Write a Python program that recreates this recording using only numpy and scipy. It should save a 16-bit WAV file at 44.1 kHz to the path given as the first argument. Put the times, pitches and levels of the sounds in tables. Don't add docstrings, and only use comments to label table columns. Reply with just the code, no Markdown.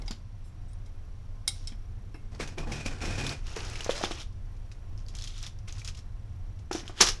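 import sys
import numpy as np
from scipy import signal
from scipy.fft import rfft, irfft
from scipy.io import wavfile
from scipy.ndimage import uniform_filter1d

SR = 44100
rng = np.random.default_rng(int(sys.argv[2]) if len(sys.argv) > 2 else 0)


def store_wav(level_fs):
    pcm = np.round(np.clip(np.atleast_2d(level_fs), -1, 1) * 32767)
    wavfile.write(sys.argv[1], SR, pcm.T.astype(np.int16))


N = 317520

# pitch_hz [Hz], level_db [relative dB per Hz]
METAL_SPECTRUM = [(530, -28), (900, -18.5), (1190, -7.5), (2010, -9.5), (3050, -2), (4740, -1), (5360, 2),
                  (6750, -2), (7870, -9.5), (11200, -15.5), (12500, -34), (16200, -69), (22000, -120)]
# pitch_hz [Hz], level_db [relative dB per Hz]
WALL_SPECTRUM = [(88, -51), (150, -9), (183, 1), (237, -9), (385, 1.5), (516, -5), (780, -2.5),
                 (2500, -7.5), (3250, -38.5), (5500, -120)]


def amp(db):
    return 10 ** (np.asarray(db) / 20)


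def evened(x):
    return x / np.sqrt(np.mean(x ** 2) + 1e-20)


def add(mix, s, sound):
    part = mix[round(s * SR):][:len(sound)]
    part += sound[:len(part)]


def coloured(x, points):
    hz, db = np.transpose(points)
    f = np.fft.rfftfreq(len(x), 1 / SR)
    curve_db = np.interp(np.log(f + 1), np.log(hz + 1), db)
    return evened(irfft(rfft(x) * amp(curve_db), len(x)))


def tilted(x, tilt_db):
    hz = np.fft.rfftfreq(len(x), 1 / SR)
    octaves = np.log2(np.clip(hz, 1000, None) / 4000)
    return irfft(rfft(x) * amp(tilt_db * octaves), len(x))


def whistles(x, modes):
    return sum(amp(db) * evened(signal.lfilter(*signal.iirpeak(hz, hz / width, SR), x))
               for hz, width, db in modes)


def stroke(t, start, length, rise, sag_db, t60):
    u = t - start
    swell = np.clip(u / max(rise, .001), 0, 1) ** 2
    sag = sag_db * np.clip((u - rise) / length, 0, 1)
    release = 60 * np.maximum(u - length, 0) / t60
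    return swell * amp(sag - release)


def grains(count, spread_db, low_hz, high_hz, cycles):
    collisions_per_s = 2500
    size = amp(spread_db * np.minimum(rng.exponential(1, count), 4))
    size = size * (rng.random(count) < collisions_per_s / SR)
    which, out = rng.integers(0, 24, count), np.zeros(count)
    for k, hz in enumerate(np.geomspace(low_hz, high_hz, num=24)):
        turns = np.arange(400) * hz / SR
        grain = np.sqrt(hz) * np.sin(2 * np.pi * turns) * np.exp(-turns / cycles)
        out += signal.oaconvolve(size * (which == k), grain)[:count]
    return out


def room_air():
    # pitch_hz [Hz], level_db [relative dB per Hz]
    air_spectrum = [(7.1, -35), (12, 7.5), (32, 5.5), (54, -15.5), (97, -11), (113, -15.5), (138, -28.5),
                    (174, -24.5), (371, -36), (1120, -42), (4930, -52.5), (5700, -51), (6590, -57),
                    (11100, -63), (12500, -83.5), (16200, -113), (22000, -120)]
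    # time_s [s], throb_db [dB], drone_db [dB]
    rumble_swell = [(0.0, -28.5, -45), (0.26, -48.5, -44), (0.62, -40.5, -44.5), (2.17, -40.5, -45),
                    (3.31, -38, -38.5), (3.35, -41, -47), (3.43, -35.5, -44), (4.33, -42, -42.5),
                    (4.47, -38, -47), (5.29, -38.5, -42), (5.39, -43, -41.5), (6.62, -39.5, -42),
                    (6.76, -57, -45.5), (6.86, -38.5, -45.5), (7.0, -47, -48), (7.02, -35.5, -38),
                    (7.14, -34, -44), (7.2, -38, -48)]
    # pitch_hz [Hz], width_hz [Hz], level_db [relative dB]
    throb_tone = [(27.63, 2.56, -3)]
    # pitch_hz [Hz], width_hz [Hz], level_db [dB]
    fan_whistles = [(716, 13, -77), (1057, 17, -76.5)]
    air_db, waver_db = -37.5, 1
    air = amp(air_db) * coloured(rng.standard_normal(N), air_spectrum)
    deep = signal.sosfiltfilt(signal.butter(3, 50, fs=SR, output="sos"), air)
    low = signal.sosfiltfilt(signal.butter(3, 140, fs=SR, output="sos"), air)
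    s, throb_db, drone_db = np.transpose(rumble_swell)
    t = np.arange(N) / SR
    waver = amp(waver_db * evened(uniform_filter1d(rng.standard_normal(N), size=6000)))
    throb = evened(0.91 * evened(deep) + whistles(rng.standard_normal(N), throb_tone))
    throb = throb * amp(np.interp(t, s, throb_db))
    drone = evened(low - deep) * amp(np.interp(t, s, drone_db)) * waver
    return air - low + throb + drone + whistles(rng.standard_normal(N), fan_whistles)


def whine():
    # pitch_hz [Hz], width_hz [Hz], level_db [dB]
    whine_tones = [(5740, 83, -76), (11290, 51, -87.5)]
    pulses_per_s, pulse_middle_s = 29.975, .0234
    turn = np.cos(2 * np.pi * pulses_per_s * (np.arange(N) / SR - pulse_middle_s))
    gate = np.clip(2.5 * (turn - .1), 0, 1)
    return whistles(rng.standard_normal(N), whine_tones) * gate


def plate():
    # start_s [s], peak_db [dB], tilt_db [dB per octave], spot_hz [Hz, pitch affected by the spot],
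    # lift_db [dB, its lift], ring [factor on t60], rub_s [s]
    taps = [(.019, -40, -5, 4850, 8, 0.27, 0.0027), (0.0801, -27.5, -6, 4870, 33, 0.34, 0),
            (.1098, -26.5, -5.5, 4870, 49, 0.25, 0.0013), (.44, -58.5, 8, 8060, 8, 2.2, 0.04),
            (.68, -60.5, 4, 8000, 10, 1.1, 0.041), (0.732, -51.5, 4, 9100, 14, 0.56, 0),
            (0.86, -49.5, -2, 6578, 15, 0.92, 0.0039), (1.4780, -10, 5.5, 5250, -1.5, 0.54, 0),
            (1.4885, -22.5, 4, 3860, -4, 0.5, 0.00051), (1.6724, -27, 3, 8050, 6, 1.13, 0.0016),
            (1.7208, -45, 1, 3250, 29, 0.58, 0.0043), (2.1426, -45.5, 1.5, 2670, 38, 3.3, 0.0057)]
    # pitch_hz [Hz], level_db [relative dB], t60_s [s to fade by 60 dB]
    plate_modes = [(806, -10.5, 0.12), (1640, -74.5, 0.021), (2135, -7.5, 0.15), (2240, -7.5, 0.087),
                   (2670, -23.5, 0.055), (3250, -8, 0.1036), (3776, -5.5, 0.093), (3860, -10, 0.16),
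                   (3980, -0.5, 0.058), (4600, -11, 0.072), (4870, -16.5, 0.0882), (5300, -21.5, 0.076),
                   (5254, 6.5, 0.038), (5800, -7.5, 0.056), (6190, -27, 0.087), (6578, -12, 0.12),
                   (7580, -10.5, 0.08), (8130, -4, 0.022), (8310, -15, 0.0816), (9100, -11.5, 0.074),
                   (9520, -9.5, 0.11), (11075, -8.5, 0.046), (12080, -22.5, 0.042)]
    out, t = np.zeros(N), np.arange(9000) / SR
    hz, db, t60 = np.transpose(plate_modes)[:, :, None]
    for s, peak_db, tilt_db, spot_hz, lift_db, ring, rub in taps:
        lift = lift_db * np.exp(-(np.log2(hz / spot_hz) / 0.056) ** 2)
        spot_db = lift + tilt_db * np.log2(hz / 4000)
        wobble = uniform_filter1d(rng.standard_normal((len(hz), len(t))), size=100)
        waver = 1 + .45 * evened(wobble)
        modes = amp(db + spot_db - 60 * t / (t60 * ring)) * np.sin(2 * np.pi * hz * t) * waver
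        tone = modes[::2].sum(0) - modes[1::2].sum(0)
        crack = 0.19 * coloured(rng.standard_normal(len(t)), METAL_SPECTRUM) * amp(-60 * t / 0.0098)
        contact = rng.standard_normal(len(t)) * (t <= rub)
        sound = signal.fftconvolve(tone / abs(tone).max() + crack, contact)
        add(out, s, amp(peak_db) * sound / abs(sound).max())
    return out


def rattles():
    # [Hz, pitch that stands out]
    bursts = [(.052, .01, 0.024, -59, -77, 6000), (0.076, .003, 0.015, -53, -75, 3000),
              (0.108, .004, 0.0076, -43, -72, 4600), (1.474, 0.0018, 0.027, -46, -72, 9300),
              (1.525, 0.033, 0.13, -59.5, -81, 5630), (1.673, .002, 0.027, -53, -72, 3300),
              (3.392, .1, 0.2, -51.5, -53, 2730), (3.552, 0.012, 0.66, -47.5, -47.5, 2500),
              (3.886, 0.015, 0.04, -40, -51, 3200), (3.934, 0.021, 0.12, -45.5, -49.5, 5000),
              (4.025, 0.014, 0.028, -39, -67, 3350), (4.101, 0.01, 0.019, -41.5, -72, 3000),
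              (4.162, 0.044, 0.061, -48, -72, 3400), (4.972, 0.016, 0.043, -63.5, -83, 5300),
              (5.073, .01, 0.079, -64, -75, 4700), (5.125, 0.063, 0.2, -52, -71, 3400),
              (5.304, .06, 0.16, -54, -79, 3620), (5.413, 0.018, 0.064, -51.5, -56.5, 3540),
              (5.67, .01, 0.034, -48.5, -55.5, 2250), (5.71, 0.049, 0.14, -58.5, -64, 2500),
              (5.85, 0.035, 0.04, -47.5, -57, 2450), (5.94, 0.036, 0.051, -59, -63, 2680),
              (6.709, 0.018, 0.097, -42.5, -48.5, 5800), (6.84, 0.018, 0.11, -60, -55.5, 3070),
              (6.942, 0.063, 0.09, -39, -45.5, 3000), (7.002, 0.0052, 0.028, -23.5, -23.5, 5300),
              (7.036, 0.039, 0.056, -31, -42, 5700)]
    sliding = 0.42
    base_tilt_db, tilt_per_db = -0.5, -0.0824
    sag_db, burst_t60_s = -6, 0.14
    hollow_q, hollow_db = 5.4, -10
    out = np.zeros(N)
    hits = coloured(grains(N, 4.5, 1200, 11500, 1.5), METAL_SPECTRUM)
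    slide = coloured(rng.standard_normal(N), METAL_SPECTRUM)
    metal = np.sqrt(1 - sliding) * hits + np.sqrt(sliding) * slide
    wall_size = amp(3.0 * np.minimum(rng.exponential(1, N), 3))
    walls = coloured(rng.standard_normal(N) * wall_size, WALL_SPECTRUM)
    for s, swell, length, rattle_db, walls_db, hollow_hz in bursts:
        at = np.arange(round(s * SR), min(round((s + length + burst_t60_s) * SR), N))
        rattle = tilted(metal[at], base_tilt_db + tilt_per_db * (rattle_db + 50))
        rattle = rattle + whistles(rattle, [(hollow_hz, hollow_hz / hollow_q, hollow_db)])
        gain = stroke(at / SR, s, length, swell, sag_db, burst_t60_s)
        add(out, s, gain * (amp(rattle_db) * rattle + amp(walls_db) * walls[at]))
    return out


def knocks():
    # start_s [s], level_db [dB gain], pitch_hz [Hz], t60_s [s, before the mode's factor],
    # hardness_db [dB more for each higher mode]
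    blows = [(0.107, -28, 222, 0.048, -10), (1.72, -40, 223, 0.079, -10), (2.144, -34.5, 302, 0.049, -4),
             (2.345, -40.5, 490, 0.024, -7), (2.399, -19, 442, 0.021, -14), (2.577, -24.5, 393, 0.024, 8.5),
             (2.669, -32, 224, 0.14, 3.5), (2.858, -23, 242, 0.028, 9.5), (3.565, -28.5, 436, 0.059, 6.5),
             (3.754, -41, 406, 0.039, 0), (3.804, -41, 420, 0.066, 12), (3.862, -23.5, 477, 0.016, 9.5),
             (3.893, -9, 523, 0.027, -11), (3.979, -31, 563, 0.025, 11), (4.011, -25.5, 630, 0.047, -6.5),
             (4.037, -13, 360, 0.021, 12), (4.072, -33, 646, 0.034, 4), (4.109, -26.5, 329, 0.048, 10),
             (5.14, -44, 209, 0.034, 12), (5.77, -44, 970, 0.015, 0), (6.711, -20.5, 365, 0.038, 10),
             (6.749, -20.5, 330, 0.06, 5), (6.832, -34, 213, 0.028, -6), (6.895, -37, 326, 0.053, 11),
             (7.007, -17, 376, 0.025, 13)]
    # multiple [of the pitch], level_db [relative dB], ring [factor on t60]
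    box_modes = [(1, 0.5, 0.75), (2.2, -13.5, 0.8), (3.7, -23.5, 0.41), (4.6, -35, 0.23)]
    shudder_base_db, shudder_growth = -26, 0.63
    out, t = np.zeros(N), np.arange(9000) / SR
    for s, level_db, hz, t60, hard_db in blows:
        modes = np.zeros(len(t))
        for i, (multiple, db, ring) in enumerate(box_modes):
            fade = amp(level_db + db + i * hard_db - 60 * t / (t60 * ring))
            modes += fade * np.sin(2 * np.pi * multiple * hz * t)
        shudder_db = shudder_base_db + shudder_growth * level_db
        shudder = coloured(rng.standard_normal(len(t)), WALL_SPECTRUM) * amp(shudder_db - 60 * t / 0.089)
        add(out, s, (modes + shudder) * np.minimum(t / 0.0016, 1))
    return out


def drawer():
    # scrape_db, boom_db (wood), ring_db (runner), groan_db
    jerks = [(2.309, 0.1, -61.5, -56.5, -77, -73), (2.389, 0.042, -41, -42.5, -45, -60),
             (2.467, 0.064, -58.5, -55, -56, -64), (2.566, 0.069, -52.5, -41.5, -45, -52),
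             (2.664, 0.043, -53, -41, -62, -59), (2.706, 0.11, -44.5, -46, -40, -63),
             (2.845, 0.04, -44.5, -43.5, -38, -60), (2.901, 0.089, -53, -50, -63, -51),
             (3.002, 0.16, -42, -41, -38, -51), (3.17, .16, -41, -41.5, -37.5, -66)]
    fall_off = [1, 1, 1.7, 1]
    # pitch_hz [Hz], level_db [relative dB per Hz]
    scrape_spectrum = [(400, -15), (700, -3.5), (1070, -11), (1500, -1), (2900, -6), (5700, -8),
                       (8000, -14), (11400, -26.5), (12500, -56)]
    boom_spectrum = [(53, -35), (90, -20), (134, -2.5), (292, -7), (532, -11.5), (690, -18.5), (1070, -18),
                     (1500, -29), (1950, -26), (3300, -120)]
    # pitch_hz [Hz], width_hz [Hz], level_db [relative dB]
    runner_modes = [(2480, 92, -7), (5450, 560, -16.5), (3570, 99, -39)]
    case_modes = [(142.6, 8.9, -6.5), (264, 27, -12.5), (744, 130, -13.5)]
    rise_s, sag_db, jerk_t60_s = 0.013, -3.5, 0.24
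    groan_start_hz, groan_hz_per_s, groan_top_hz = 598, 1550, 1480
    s, n = jerks[0][0], round(1.3 * SR)
    t = s + np.arange(n) / SR
    gains = np.zeros((4, n))
    for start, length, *db in jerks:
        shape = stroke(t, start, length, rise_s, sag_db, jerk_t60_s)
        gains += amp(db)[:, None] * shape ** np.c_[fall_off]
    scrape_gain, boom_gain, ring_gain, groan_gain = gains
    bumps = amp(1.55 * evened(uniform_filter1d(rng.standard_normal(n), size=300)))
    slips = rng.standard_normal(n) * amp(3.5 * np.minimum(rng.exponential(1, n), 4)) * bumps
    scrape = coloured(slips, scrape_spectrum)
    ring = whistles(slips, runner_modes)
    boom = coloured(slips[::-1], boom_spectrum) + whistles(slips[::-1], case_modes)
    groan_hz = np.minimum(groan_start_hz + groan_hz_per_s * (t - s), groan_top_hz)
    groan = evened(uniform_filter1d(slips, size=150)) * np.sin(2 * np.pi * np.cumsum(groan_hz) / SR)
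    out = np.zeros(N)
    add(out, s, scrape_gain * scrape + ring_gain * ring + boom_gain * boom + groan_gain * groan)
    return out


def clicks():
    # [dB, fading rattle within the click]
    sharp_clicks = [(2.3486, -38.5, 4470, -20), (2.4074, -24, 2240, -26), (2.475, -41, 2500, -4.5),
                    (2.5824, -28.5, 2360, -14.5), (2.72, -31, 2200, -7.5), (2.861, -22.5, 2380, -13.5),
                    (3.0062, -37, 2360, -23), (3.056, -26, 2480, -15.5), (3.1837, -44, 2470, -20),
                    (3.266, -23, 3550, -13), (3.293, -27, 4500, -14), (3.467, -38, 2770, -10.5),
                    (3.5628, -29, 5740, -19), (3.6492, -33.5, 6240, -11), (3.7, -32, 7800, -21),
                    (3.733, -37, 2720, -11), (3.7557, -30, 2290, -14), (3.8065, -23, 2930, -20),
                    (3.8449, -25, 5900, -14.5), (3.909, -24.5, 3430, -14), (3.9783, -28, 5000, -25),
                    (4.038, -29.5, 2240, -17), (4.047, -22, 3470, -32), (4.11, -46, 5150, -19),
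                    (4.2025, -38, 3510, -18), (4.325, -54, 4500, -13), (4.565, -60, 2250, -4.5),
                    (4.7162, -41, 2500, -12.5), (4.977, -42, 5300, -26), (5.064, -46, 4630, -20),
                    (5.084, -34, 4730, -15.5), (5.151, -31, 5770, -14), (5.1677, -30, 6000, -31),
                    (5.1871, -31, 4380, -18), (5.212, -35, 4290, -25), (5.2222, -30, 5300, -18),
                    (5.24, -36.5, 5800, -4), (5.2743, -35.5, 3180, -7.5), (5.3798, -38, 5740, -8.5),
                    (5.4281, -28, 5870, -21), (5.435, -37, 3650, -15), (5.465, -29.5, 3420, -13.5),
                    (5.476, -36, 5300, -21), (5.588, -44, 5630, -18), (5.685, -32, 6600, -24),
                    (5.725, -32.5, 6250, -18), (5.781, -47.5, 4880, 0.5), (5.795, -37.5, 5800, -10),
                    (5.817, -36, 2330, -33), (5.847, -32, 5240, -9.5), (5.8759, -32, 5290, -5.5),
                    (5.889, -39, 5200, -17), (5.9479, -43.5, 2880, -9), (5.9723, -41.5, 6100, -8),
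                    (5.99, -38.5, 5400, -17), (6.5895, -54, 2200, -6), (6.7129, -30.5, 2670, -12.5),
                    (6.7292, -23, 5560, -14), (6.7533, -31.5, 6950, -11), (6.8787, -32, 3190, -13.5),
                    (7.0079, -16, 5800, -4), (7.011, -2.5, 5450, -8.5), (7.024, -10, 4770, -33),
                    (7.0647, -23, 5760, -5.5), (7.087, -19.5, 5300, -6.5)]
    ring_cycles, spill_t60_s = 65, 0.092
    out, t = np.zeros(N), np.arange(9000) / SR
    for s, level_db, hz, spill_db in sharp_clicks:
        noise = rng.standard_normal((2, len(t)))
        fuzz = evened(signal.lfilter(*signal.iirpeak(hz, 5.4, SR), noise[0]))
        ring = (fuzz + 1.2 * np.sin(2 * np.pi * hz * t)) * amp(-60 * t * hz / ring_cycles)
        crack = coloured(noise[0], METAL_SPECTRUM) * amp(-60 * t / 0.0047)
        uneven = noise[1] * amp(4.0 * np.minimum(rng.exponential(1, len(t)), 4))
        spill = coloured(uneven, METAL_SPECTRUM) * amp(spill_db - 60 * t / spill_t60_s)
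        click = 0.4 * ring + 0.32 * crack + spill
        add(out, s, amp(level_db) * click * np.minimum(t / 0.00037, 1))
    return out


def workshop(x):
    reflections = np.zeros(SR // 2)
    at = np.arange(200, len(reflections) - 20, 20)
    reflections[at + rng.integers(0, 20, len(at))] = rng.choice([-1., 1.], len(at))
    hz, t, z = signal.stft(reflections, SR, nperseg=256)
    t60 = np.interp(hz, [0, 3000, 12000], [.35, .3, .22])[:, None]
    tail = signal.istft(z * amp(-60 * t / t60), SR, nperseg=256)[1]
    return signal.fftconvolve(x, tail / np.linalg.norm(tail))[:N]


def scene():
    near = plate() + rattles() + knocks() + drawer() + clicks()
    return (near + amp(-13.5) * workshop(near) + room_air() + whine())[None]


def record(dry):
    headroom, edge_hz = .9, 12050
    held = headroom * np.tanh(dry / headroom)
    low_pass = signal.firwin(511, edge_hz, window=("kaiser", 9), fs=SR)
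    return signal.oaconvolve(held, low_pass[None], "same")


dry = scene()
out = record(dry)
store_wav(out)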